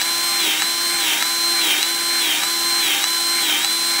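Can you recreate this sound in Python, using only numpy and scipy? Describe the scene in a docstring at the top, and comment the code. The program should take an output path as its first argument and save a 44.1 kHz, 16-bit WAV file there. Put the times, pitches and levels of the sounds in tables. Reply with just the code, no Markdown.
"""A cordless grease gun pumps without pause in a garage, heard close up.
Its motor whines and hums on multiples of the rotor speed, over a rough whirr.
On each piston stroke the motor sags, and the gears sing and grind under the load.
The housing resonates and rattles, and the piston clicks as it lets go, with a short garage tail."""
import sys
import numpy as np
from scipy import signal
from scipy.fft import rfft, irfft
from scipy.io import wavfile
from scipy.ndimage import uniform_filter1d

SR = 44100
rng = np.random.default_rng(int(sys.argv[2]) if len(sys.argv) > 2 else 0)


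def generate_wav(signal):
    """Clip the signal to [-1, 1] and save it as 16-bit WAV at the path in sys.argv[1]."""
    frames = np.transpose(np.atleast_2d(signal))
    scaled = np.clip(frames, -1, 1) * 32767
    pcm = np.round(scaled).astype(np.int16)
    wavfile.write(sys.argv[1], SR, pcm)


N = 176400  # samples: four seconds
T = np.arange(N) / SR


def from_db(db):
    """Turn decibels into gain."""
    return 10 ** (np.asarray(db) / 20)


def rms_one(x):
    """Scale to unit level."""
    return x / np.sqrt(np.mean(x ** 2) + 1e-20)


def drift(rate_hz):
    """Wander slowly and randomly with a spread of 1: noise smoothed by two equal low-pass poles."""
    step = 40  # samples between computed points
    pole = np.exp(-2 * np.pi * rate_hz * step / SR)
    noise = rng.standard_normal(N // step + 2002)
    slow = signal.lfilter([1], [1, -2 * pole, pole * pole], noise)
    slow = rms_one(slow[2000:])  # drop the filter's start-up
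    return np.interp(np.arange(N) / step, np.arange(len(slow)), slow)


def colour(x, spectrum):
    """Give white sound of unit level a spectrum in dB per Hz."""
    hz, db = np.transpose(spectrum)
    bins_hz = np.arange(N // 2 + 1) * SR / N
    gain = from_db(np.interp(np.log(bins_hz + 1), np.log(hz), db))
    return irfft(rfft(x) * gain * np.sqrt(SR / 2), N)


def ring(x, hz, t60):
    """Let a unit click set off a mode about 1 high, which fades by 60 dB in t60 seconds."""
    pole, angle = from_db(-60 / (t60 * SR)), 2 * np.pi * hz / SR
    return signal.lfilter([.5, 0, -.5], [1, -2 * pole * np.cos(angle), pole * pole], x + 1e-18)


def resonance(hz, width_hz):
    """Shake one resonance with noise, at unit level."""
    pole, angle = np.exp(-np.pi * width_hz / SR), 2 * np.pi * hz / SR
    noise = rng.standard_normal(N)
    shaken = signal.lfilter([1, 0, -1], [1, -2 * pole * np.cos(angle), pole * pole], noise)
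    # keep about an octave on each side
    band = signal.butter(2, [hz / 2, min(hz * 2, SR / 2 - 1)], "band", fs=SR, output="sos")
    return rms_one(signal.sosfilt(band, shaken))


def tone(turns, multiple, waver_db, rough, rough_rate_hz):
    """Sound a partial locked to the rotor, wavering slowly, with a rough skirt of nearby frequencies."""
    phase = 2 * np.pi * (multiple * turns + rng.random())
    skirt = rough * (drift(rough_rate_hz) * np.sin(phase) + drift(rough_rate_hz) * np.cos(phase))
    waver = from_db(waver_db * drift(2.5))
    return rms_one(waver * (np.sin(phase) + skirt))


def drive():
    """Follow the strokes: rotor turns, gear load, and the gains of whine, rattle, gear tones and hum."""
    # The piston strokes. Each row: slowest point in seconds, unloaded rotor speed in Hz (before a
    # slight wobble), change of grinding in dB, change of whine in dB.
    strokes = [(-.059, 344.3, 6, 1), (.545, 345, -2.5, 1.5), (1.149, 343.9, -1, 1.2),
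               (1.753, 342.8, 0.5, 1.5), (2.359, 343.7, -1.5, 1), (2.963, 343.2, -1, 1.5),
               (3.569, 342.7, -2, 1), (4.174, 342, 0, 1)]
    # The course of every stroke. Each row: seconds from the slowest point, loss of speed in %,
    # gear load from 0 to 1 (before the stroke's grinding change), then the levels in dB of the
    # whine (before the stroke's change), midrange rattle, gear tones and hum.
    course = [(-.3, 0.1, .05, -0.3, -1, -21, 1), (-.235, .03, .12, -0.5, 3, -17, 1),
              (-.165, 0, 0.13, -0.5, 5, -17, -0.5), (-.148, 0.7, 0.35, -.5, 2, -3, -0.5),
              (-.085, 7, 0.97, -5, 2.5, -1.5, -0.5), (-.035, 10.5, 0.9, -14, 4.5, 2.5, -4.5),
              (.008, 10, .75, -6, 4.5, -5.5, -2), (.035, 8.5, 0.6, -10.5, 2, -3.5, -3.5),
              (.07, 5, .25, -1.5, 4.5, -14.5, -5.5), (.1, 2.5, .03, -2.5, 0.5, -21, -2),
              (.135, 1.24, 0.04, -1.5, 0.5, -11.5, -1), (.22, 0.83, 0.13, -2.5, -2.5, -18, -0.5),
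              (.3, 0.28, 0.15, -0.9, -1.5, -17, 0)]
    slowest_s, free_hz, grind_db, stroke_whine_db = np.transpose(strokes)
    nearest = np.abs(T[:, None] - slowest_s).argmin(axis=1)
    since = T - slowest_s[nearest]
    at, *columns = np.transpose(course)
    # a short moving average rounds the corners of each curve
    curves = [uniform_filter1d(np.interp(since, at, column), size=700) for column in columns]
    loss, load, whine_db, rattle_db, mesh_db, hum_db = curves

    speed_hz = np.interp(T, slowest_s, free_hz) * (1 - loss / 100)
    speed_hz = speed_hz * (1 + 0.00062 * drift(37))
    turns = np.cumsum(speed_hz) / SR
    load = np.maximum(load, 0) * from_db(np.interp(T, slowest_s, grind_db))
    whine_db = whine_db + np.interp(T, slowest_s, stroke_whine_db)
    return turns, load, from_db([whine_db, rattle_db, mesh_db, hum_db])


def housing(load, rattle_gain):
    """Shake the shell into its resonances, more or less with load, and rattle the drive along each stroke."""
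    # Resonances of the housing. Each row: frequency in Hz, width in Hz, level in dB running free,
    # level in dB added at full load.
    shell_modes = [(125.4, 8.6, -65, -67), (338, 78, -57.5, -47.5), (375, 10, -68, -45.5),
                   (2400, 58, -62, -30.5), (2710, 55, -62, -38), (2786, 45, -46, -35.5),
                   (3465, 20, -40.5, -42), (4360, 65, -40.5, -56), (5530, 48, -43.5, -45),
                   (5700, 130, -38.5, -53), (8330, 250, -38, -58), (14600, 120, -60, -41),
                   (15520, 280, -50, -31)]
    # The rattle of the drive. Each row: frequency in Hz, width in Hz, level in dB before the
    # course of the stroke.
    rattle_modes = [(798.2, 14.5, -42.5), (1188, 30, -46), (1513, 43, -43.5), (1706, 210, -40.5),
                    (2126, 64, -38.5), (2295, 160, -37)]
    shell = np.zeros(N)
    for hz, width_hz, free_db, loaded_db in shell_modes:
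        level = np.hypot(from_db(free_db), load * from_db(loaded_db))  # the two powers add
        shell += level * resonance(hz, width_hz)
    rattle = sum(from_db(db) * resonance(hz, width_hz) for hz, width_hz, db in rattle_modes)
    return shell + rattle_gain * rattle


def piston():
    """Click sharply as the piston lets go: a blow rings metal modes, with a short tail from the garage."""
    # The piston lets go. Each row: earliest time of the blow in seconds, level in dB,
    # extra level of its low knock in dB.
    clicks = [(0.0157, -3, 2.5), (.6205, -2.5, 7), (1.2245, -4.5, 10.5), (1.8283, 0, -5), (2.4344, -4, 5.5),
              (3.0405, -0.5, 4), (3.6465, -2, 2.5)]
    # The ring of the click. Each row: frequency in Hz, level in dB, time to fade by 60 dB in seconds.
    click_modes = [(870, -21.5, 0.013), (1310, -24, 0.029), (1793, -18.5, 0.013), (2770, -9.5, 0.0079),
                   (4070, -13.5, 0.027), (4900, -7, 0.0027), (6300, -11, 0.0072), (8400, -10.5, 0.0041),
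                   (10800, -18, .004)]
    spread_s = .0012  # the blow reaches the modes at slightly different moments
    scatter_db, knock_below_hz = 1.2, 2200
    room_db, garage_t60_s = -37, 0.18

    start_s, db, knock_db = np.transpose(clicks)
    out = np.zeros(N)
    for k, (hz, mode_db, t60) in enumerate(click_modes):
        hit_s = start_s + spread_s * rng.random(len(start_s))
        hit_db = db + mode_db + knock_db * (hz < knock_below_hz)
        hit_db = hit_db + rng.normal(0, scatter_db, len(start_s))
        hits = np.zeros(N)
        hits[(hit_s * SR).astype(int)] = from_db(hit_db)
        out += (-1) ** k * ring(hits, hz, t60)  # neighbouring modes start in opposite directions
    tail = rng.standard_normal(SR // 2) * from_db(-60 * T[:SR // 2] / garage_t60_s)
    return out + from_db(room_db) * signal.fftconvolve(out, tail)[:N]


def gears(turns, load, mesh_gain):
    """Meshing tones leap up as the piston bites; a dense rattle of tooth contacts grows with the load."""
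    # Tones of the meshing gears. Each row: multiple of rotor speed, level in dB before the course
    # of the stroke, roughness from 0 to 1.
    mesh_tones = [(1.22, -46, 0.3), (2.576, -56, 0), (6.88, -40.5, 0.3), (7.7, -45, 0.6), (8.62, -36.5, .4),
                  (9.59, -30, .15), (10.25, -25, .08), (11.3, -37, 0.2), (17.13, -47, .3), (19.6, -50, .2),
                  (20.5, -48, 0.4), (30.2, -41.5, 0.35), (39.7, -47, .2), (40.4, -49, .2)]
    # Teeth grinding at full load. Each row: frequency in Hz, level in dB per Hz.
    grind_spectrum = [(60, -100), (200, -78.5), (350, -64.5), (470, -72), (750, -63.5), (1100, -70),
                      (1700, -65), (2350, -57), (3000, -58.5), (3700, -55.5), (4500, -70.5), (6700, -65.5),
                      (8700, -79), (9400, -66), (11300, -67), (13200, -76), (14500, -70), (15700, -70)]
    mesh = sum(from_db(db) * tone(turns, multiple, waver_db=1.4, rough=rough, rough_rate_hz=34)
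               for multiple, db, rough in mesh_tones)
    hit = rng.random(N) < 6000 / SR  # about 6000 contacts a second
    contacts = hit * rng.standard_normal(N) * from_db(2.4 * drift(325))
    return mesh_gain * mesh + load * colour(rms_one(contacts), grind_spectrum)


def motor(turns, load, whine_gain, hum_gain):
    """Commutator whine, a low hum that growls under load, and a whirr that throbs with each turn."""
    # Motor whine. Each row: multiple of rotor speed, level in dB before the course of the stroke.
    whine_tones = [(9, -36.5), (12, -23), (13, -40), (15, -40.5), (18, -42.5), (21, -51), (22, -44.5),
                   (23, -52), (24, -32.5), (25, -36), (27, -45), (28, -55), (30, -46.5), (31, -58),
                   (33, -47), (35, -46), (36, -40.5), (37, -44), (44, -54)]
    # Rotor hum. Each row: multiple of rotor speed, level in dB running free, level in dB under
    # full load, both before the course of the stroke.
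    hum_tones = [(.75, -52, -58), (1, -39, -35.5), (2, -52.5, -79), (3, -34.5, -38), (4, -42.5, -49.5),
                 (6, -48.5, -38.5)]
    # Brushes, bearings and fan. Each row: frequency in Hz, level in dB per Hz.
    whirr_spectrum = [(25, -106), (55, -89), (100, -85), (130, -78), (200, -71.5), (260, -69.5),
                      (450, -73.5), (650, -70), (950, -68.5), (1250, -68), (1600, -61), (1950, -65),
                      (2300, -68.5), (2650, -68), (3800, -63), (4250, -65.5), (4700, -67), (5100, -64.5),
                      (6100, -64.5), (7000, -66), (8000, -64), (8600, -68), (8850, -69.5), (9400, -67.5),
                      (10400, -67.5), (11000, -72), (13500, -71), (15700, -72.5)]
    throb_db = .5
    whine = sum(from_db(db) * tone(turns, multiple, waver_db=1.0, rough=0.087, rough_rate_hz=70)
                for multiple, db in whine_tones)
    growl = 0.029 + 0.26 * load  # the load roughens the hum
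    hum = np.zeros(N)
    for multiple, free_db, loaded_db in hum_tones:
        level = from_db(free_db + (loaded_db - free_db) * load)
        hum += level * tone(turns, multiple, waver_db=1.17, rough=growl, rough_rate_hz=55)
    throb = from_db(throb_db * np.sin(2 * np.pi * turns) + 1.0 * drift(170))
    whirr = colour(rms_one(throb * rng.standard_normal(N)), whirr_spectrum)
    return whine_gain * whine + hum_gain * hum + whirr


def scene():
    """Add the parts of the gun and place it dead centre."""
    turns, load, (whine_gain, rattle_gain, mesh_gain, hum_gain) = drive()
    gun = housing(load, rattle_gain) + piston()
    gun += gears(turns, load, mesh_gain)
    gun += motor(turns, load, whine_gain, hum_gain)
    return np.array([gun, gun])


def record(dry):
    """Cut the top steeply above 15.7 kHz."""
    low_pass = signal.ellip(12, .2, 80, 15700, fs=SR, output="sos")  # .2 dB ripple, 80 dB cut
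    return signal.sosfilt(low_pass, dry)


dry = scene()
out = record(dry)
generate_wav(out)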